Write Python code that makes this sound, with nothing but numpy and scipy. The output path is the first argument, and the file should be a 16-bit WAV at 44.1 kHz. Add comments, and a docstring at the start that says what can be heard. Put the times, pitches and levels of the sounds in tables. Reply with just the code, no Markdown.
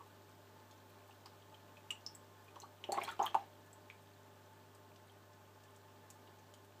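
"""A plastic drinking fountain gulps air: bubbles ring its tank and thump the water column.
The gulps crowd together midway, where the surface churns and spits. Drops snap and trap
tiny ringing bubbles; a cat licks at the thin stream with small wet smacks.
Underneath, in a small room, the pump hums and the water runs with a soft rush and fizz."""
import sys
import numpy as np
from scipy import signal
from scipy.fft import rfft, irfft, next_fast_len
from scipy.io import wavfile
from scipy.ndimage import map_coordinates

SR = 44100
rng = np.random.default_rng(int(sys.argv[2]) if len(sys.argv) > 2 else 0)


def materialize(psi):
    """Save the field psi as 16-bit PCM at rate SR to the path in sys.argv[1].

    A 1-D psi becomes a single channel; in a 2-D psi each row is a channel.
    """
    bounded = np.clip(np.atleast_2d(psi).T, -1, 1)
    quanta = np.round(bounded * 32767).astype(np.int16)
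    wavfile.write(sys.argv[1], SR, quanta)


N = 299880

# Water-filled tank: (frequency [Hz], width [Hz], gain [dB])
TANK_MODES = [(573, 21, -9), (685, 25, -5), (769, 99, -3.5), (799, 11, -4), (890, 37, -3.5),
              (1086, 41, -0.5), (1224, 49, 1.5), (1320, 47, -4.5), (1420, 81, 0.5), (1660, 34, -1)]
# Water column and base: (frequency [Hz], width [Hz], gain [dB])
COLUMN_MODES = [(240, 24, -2), (283, 19, -8), (371, 19, 2), (415, 38, 3.5), (494, 30, -2), (578, 20, 13)]
# Air entering the tank: (time [s], level [dB], pitch [Hz], thump gain [dB], trail's 20 dB fall [s])
GULPS = [(0.001, -44.5, 970, -12, .018), (1.089, -53, 836, -6, .012), (1.254, -45.5, 960, -15, .014),
         (1.903, -50, 1100, -3, .025), (2.5605, -42, 1000, -3, .018), (2.629, -44, 885, -10, 0.04),
         (2.840, -49.5, 860, 2.5, .012), (2.889, -30.5, 640, 1, .018), (2.920, -30, 790, -1.5, .06),
         (2.969, -28.5, 790, -8, .008), (2.978, -25, 1000, -6, .014), (3.014, -38.5, 740, -1, 0.1),
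         (3.075, -33, 939, -8, .045), (3.117, -43, 1300, -17, .02), (3.1933, -22, 815, -9, .026),
         (3.212, -23.5, 900, -10, .055), (3.3444, -18, 870, -18, .016), (6.28, -55.5, 860, 0, .015)]
def gulps():
    """Each gulp thumps the water column; a small bubble, a big one and a fading trail ring the tank."""
    lead_s, lead_db, lead_ratio = .006, -7.5, 1.15
    trail_gap_s, trail_jitter_s, trail_ratio = .0086, .0014, 1.13
    out, t = np.zeros(N), np.arange(SR // 4) / SR
    push = bubble(t, hz=370, t60_s=.013, attack_s=.0015, rise=.03)
    thump = crest(filtered(push, lambda f: amp(-21) + resonances(COLUMN_MODES, f)))
    for start_s, db, hz, thump_db, fade_s in GULPS:
        bubbles = [(0, lead_db, hz * lead_ratio), (lead_s, 0, hz)]
        for k, (jitter, detune) in enumerate(rng.standard_normal((6, 2)), 1):
            age_s = abs(k * trail_gap_s + trail_jitter_s * jitter)
            trail_hz = hz * trail_ratio * np.exp(.16 * detune)
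            bubbles.append((lead_s + age_s, -20 * age_s / fade_s, trail_hz))
        air = np.zeros(len(t))
        for delay_s, bubble_db, bubble_hz in bubbles:
            ring = bubble(t[:SR // 20], bubble_hz, t60_s=.016, attack_s=.002, rise=.035)
            add(air, delay_s, amp(bubble_db) * ring)
        slosh = 1 + .012 * rng.standard_normal()  # moving water detunes the tank
        tank = crest(filtered(air, lambda f: amp(-10) + resonances(TANK_MODES, f * slosh)))
        gulp = amp(db - 2.2) * (tank + amp(thump_db - 4.5) * thump)
        add(out, start_s, echoed(gulp, near_db=-8, near_t60_s=.04, room_db=-15))
    return out


# Spells of churning: (start [s], length [s], level [dB])
CHURN_SPELLS = [(2.943, 0.16, -56.5), (3.219, 0.041, -55), (3.356, 0.029, -63)]
def churn_db(t):
    """Surface churn level: each spell swells, holds and settles."""
    rise_db_per_s, fall_db_per_s = 500, 170
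    spells_db = [db - rise_db_per_s * np.maximum(start_s - t, 0)
                 - fall_db_per_s * np.maximum(t - start_s - length_s, 0)
                 for start_s, length_s, db in CHURN_SPELLS]
    return np.max(spells_db, axis=0)


# Spray colour: (frequency [Hz], gain [dB])
SPRAY_SPECTRUM = [(900, -6), (1700, 4), (2600, -6.5), (3600, -5.5), (4800, -22), (7500, -18), (10000, -25),
                  (14000, -20)]
def spatter(bubbles_per_s):
    """The churned surface spits a spray of tiny bursts and ringing bubbles."""
    bursts_per_s, ring_cycles = 5000, 26
    bursts = rng.standard_normal(N) * (rng.random(N) < bursts_per_s / SR)
    spits = bursts * amp(3 * wobble(160))
    spray = unit(filtered(spits, lambda f: amp(along(SPRAY_SPECTRUM, f))))
    spray *= amp(churn_db(np.arange(N) / SR))
    rings, t = np.zeros(N), np.arange(SR // 50) / SR
    when, size, pitch = rng.random((bubbles_per_s * N // SR, 3)).T
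    starts_s = when * N / SR
    for start_s, db, hz in zip(starts_s, churn_db(starts_s) + 1 + 7 * size, 2100 * 3.2 ** pitch):
        if db > -80:
            ring = bubble(t, hz, t60_s=ring_cycles / hz, attack_s=.0002, rise=.15)
            add(rings, start_s, amp(db) * ring)
    return spray + echoed(rings, near_db=-2, near_t60_s=.042, room_db=-14)


# Falling drops: (time [s], level [dB], pitch [Hz], ring t60 [s], snap gain [dB])
DROPS = [(1.109, -55, 2870, .008, -2), (1.259, -45.5, 4800, 0.0026, -12.5), (1.422, -56.5, 3200, .011, -8),
         (1.544, -54, 3200, 0.016, -3), (1.770, -53.5, 2630, .012, 2), (1.9054, -30.5, 2850, .018, -14),
         (2.064, -32, 5380, .01, -18), (2.15, -46.5, 7900, .01, 0), (2.482, -54, 2450, .014, -5),
         (2.601, -46, 6130, 0.0056, -1.5), (2.619, -48, 4170, 0.013, -4), (2.8399, -34.5, 2970, 0.0075, -8),
         (2.920, -36.5, 4430, 0.014, -3), (2.975, -39, 2150, 0.02, -7), (3.0153, -35.5, 2330, .012, -8),
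         (3.039, -42, 3260, .016, -12), (3.05, -42.5, 4170, 0.0077, -7), (3.078, -44, 2370, .014, 2),
         (3.089, -45, 3440, .013, 1), (3.192, -46, 3060, .011, -2), (3.2268, -40, 6440, .006, -8),
         (3.264, -31.5, 3210, .009, -13), (3.345, -34.5, 2700, 0.0035, -11), (3.73, -49.5, 7830, .007, -4),
         (3.9005, -40.5, 2400, .008, -6), (5.097, -56, 3200, .019, -5), (6.539, -55, 3150, .013, -3)]
def drops():
    """A drop snaps and traps a ringing bubble; the smaller it is, the brighter the snap."""
    out, t = np.zeros(N), np.arange(SR // 4) / SR
    for start_s, db, hz, t60_s, snap_db in DROPS:
        ring = crest(bubble(t, hz, t60_s, attack_s=.0003, rise=.06))
        plink = ring + amp(snap_db) * snap(t, centre_hz=1.26 * hz)
        add(out, start_s, amp(db - .5) * echoed(plink, near_db=-2, near_t60_s=.043, room_db=-9))
    return out


# Tongue and water-film smacks: (time [s], level [dB], centre [Hz])
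SMACKS = [(0.711, -52.5, 4940), (0.896, -55.5, 13500), (1.077, -57, 14500), (1.2595, -47, 4400),
          (1.9067, -38.5, 7200), (2.443, -53.5, 14000), (2.558, -47.5, 3600), (2.921, -35, 8000),
          (3.035, -38, 10500), (3.113, -46.5, 7600), (3.257, -37, 13400), (3.3457, -43.5, 7600),
          (4.749, -56, 8500), (4.960, -53.5, 4600), (5.638, -55, 6000), (5.762, -55, 7500),
          (6.1023, -43.5, 7100), (6.274, -55, 3400), (6.539, -51.5, 7000)]
def licks(faint_count):
    """The tongue and bursting water film smack, with fainter smacks scattered between."""
    out, t = np.zeros(N), np.arange(SR // 4) / SR
    faint = [(when * N / SR, -62 + 4 * size, 2800 * 5 ** pitch)
             for when, size, pitch in rng.random((faint_count, 3))]
    for start_s, db, hz in SMACKS + faint:
        add(out, start_s, amp(db) * echoed(snap(t, hz), near_db=-2.5, near_t60_s=.039, room_db=-8))
    return out


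# Bursting film colour: (frequency [Hz], gain [dB])
SNAP_SPECTRUM = [(800, -3), (2500, 17), (5000, 2.5), (7500, 8.5), (10000, 0), (13500, 4.5), (16000, 8)]
def snap(t, centre_hz):
    """A wet film bursts in a broad band of noise."""
    t60_s, attack_s, half_width_oct = .016, .0002, .62
    band = lambda f: 1 / (1 + (np.log2((f + 1) / centre_hz) / half_width_oct) ** 2)
    noise = filtered(rng.standard_normal(len(t)), lambda f: amp(along(SNAP_SPECTRUM, f)) * band(f))
    return amp(-3.5) * unit(noise) * envelope(t, t60_s, attack_s)


# Weaker partials of the hum: (frequency [Hz], rms level [dB])
PUMP_PARTIALS = [(50, -91.5), (150, -80.5), (250, -79), (300, -81), (350, -82.5), (399, -74),
                 (598.5, -78.5), (699, -80)]
def pump():
    """The mains-driven pump hums steadily; its weaker partials waver with the water load."""
    hum_hz, hum_db = 99.8, -67
    t = np.arange(N) / SR
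    hum = amp(hum_db) * np.sin(2 * np.pi * hum_hz * t)
    for hz, db in PUMP_PARTIALS:
        phase = 2 * np.pi * (hz * t + rng.random()) + .57 * wobble(4.8)
        hum += amp(db + wobble(5)) * np.sin(phase)
    return np.sqrt(2) * hum


# Running water and room air: (frequency [Hz], gain [dB])
FLOW_SPECTRUM = [(25, 1), (55, -8), (110, -14), (160, 1.5), (400, 1), (480, -0.5), (800, -3.5), (1700, -8),
                 (1950, -16), (3200, -11.5), (5000, -17), (7800, -17), (10000, -25.5), (13500, -18)]
# Hollow housing: (frequency [Hz], width [Hz], gain [dB])
HOUSING_MODES = [(400, 11, -15), (604, 28, -5.5), (873.3, 36, -1.5), (1053, 24, -5), (1199, 23, -9.5),
                 (1462, 98, -15.5), (1729, 12.5, -8.5)]
# Stream strength: (time [s], level [dB])
STREAM_LEVEL = [(0, 0.5), (2.2, 0.5), (3.6, 0), (5.3, -1), (6.3, 0), (6.8, -1)]
def flow():
    """Water slides down the ramp with a soft rush and stirs the hollow housing."""
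    stream_db = np.interp(np.arange(N) / SR, *np.transpose(STREAM_LEVEL))
    rush = unit(filtered(rng.standard_normal(N), lambda f: amp(along(FLOW_SPECTRUM, f))))
    housing = unit(filtered(rng.standard_normal(N), lambda f: resonances(HOUSING_MODES, f)))
    flutter_db = .7 * wobble(14)
    return amp(-65.5 + .92 * stream_db) * rush + amp(-67 + .57 * stream_db + flutter_db) * housing


def trickle(bubble_count):
    """The stream fizzes with faint small bubbles where it meets the bowl."""
    out, t = np.zeros(N), np.arange(SR // 20) / SR
    starts_s = rng.random(bubble_count) * N / SR
    for start_s, (size, pitch) in zip(starts_s, rng.standard_normal((bubble_count, 2))):
        ring = bubble(t, hz=3300 * np.exp(.4 * pitch), t60_s=.0078, attack_s=.00037, rise=.08)
        stream_db = np.interp(start_s, *np.transpose(STREAM_LEVEL))
        add(out, start_s, amp(-61.5 + 2.3 * size + stream_db) * ring)
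    return out


# Room decay: (frequency [Hz], t60 [s])
ROOM_T60 = [(200, 0.76), (900, 0.2), (3000, 0.22), (8000, 0.19), (15000, 0.044)]
def echoed(x, near_db, near_t60_s, room_db):
    """x with quick scatter from bowl, floor and door, then the room's tail."""
    t = np.arange(len(x)) / SR
    near = rng.standard_normal(len(x)) * amp(-60 * t / near_t60_s) * (t > .003)
    hz, frames_s, spectra = signal.stft(rng.standard_normal(len(x)), SR, nperseg=256)
    spectra *= amp(-60 * frames_s / along(ROOM_T60, hz)[:, None])
    tail = signal.istft(spectra, SR, nperseg=256)[1][:len(x)] * (t > .008)
    response = amp(near_db) * near / np.linalg.norm(near) + amp(room_db) * tail / np.linalg.norm(tail)
    return x + signal.fftconvolve(x, response)[:len(x)]


def bubble(t, hz, t60_s, attack_s, rise):
    """An air pocket rings briefly, its pitch climbing as it nears the surface."""
    glide_hz = hz * (1 + rise * (np.minimum(t / t60_s, 1) - .2))
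    return np.sin(2 * np.pi * np.cumsum(glide_hz) / SR) * envelope(t, t60_s, attack_s)


def envelope(t, t60_s, attack_s):
    """Exponential attack and decay."""
    return amp(-60 * t / t60_s) * (1 - np.exp(-t / attack_s))


def resonances(modes, f):
    """Causal response of summed modes at f Hz."""
    return sum(amp(db) * 1j * f * width_hz / (hz * hz - f * f + 1j * f * width_hz)
               for hz, width_hz, db in modes)


def filtered(x, response):
    """x through a complex frequency response."""
    size = next_fast_len(len(x) + SR // 10)
    return irfft(rfft(x, size) * response(np.fft.rfftfreq(size, 1 / SR)), size)[:len(x)]


def wobble(knots_per_s):
    """Smooth random curve."""
    knots = rng.standard_normal(int(N * knots_per_s / SR) + 4)
    coarse = np.arange(0, N, 100)
    curve = map_coordinates(knots, [coarse * knots_per_s / SR])
    return np.interp(np.arange(N), coarse, curve)


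def along(points, hz):
    """Interpolate points over log frequency."""
    points_hz, values = np.transpose(points)
    return np.interp(np.log(hz + 1), np.log(points_hz), values)


def add(track, start_s, sound):
    """Mix a sound into the track."""
    part = track[round(start_s * SR):][:len(sound)]
    part += sound[:len(part)]


def amp(db):
    """Decibels to gain."""
    return 10 ** (np.asarray(db) / 20)


def unit(x):
    """Scale to rms 1."""
    return x / np.sqrt(np.mean(x ** 2) + 1e-20)


def crest(x):
    """Scale to peak 1."""
    return x / np.abs(x).max()


def scene():
    """All sources, close and in mono."""
    events = gulps() + spatter(bubbles_per_s=260) + drops() + licks(faint_count=12)
    background = pump() + flow() + trickle(bubble_count=350)
    return (events + background)[None]


def record(dry):
    """The small microphone sheds deep bass; the top treble is cut off."""
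    low_cut_hz, top_hz = 55, 15450
    low_cut = signal.butter(4, low_cut_hz, "highpass", fs=SR, output="sos")
    return filtered(signal.sosfilt(low_cut, dry[0]), lambda hz: hz < top_hz)[None]


dry = scene()
out = record(dry)
materialize(out)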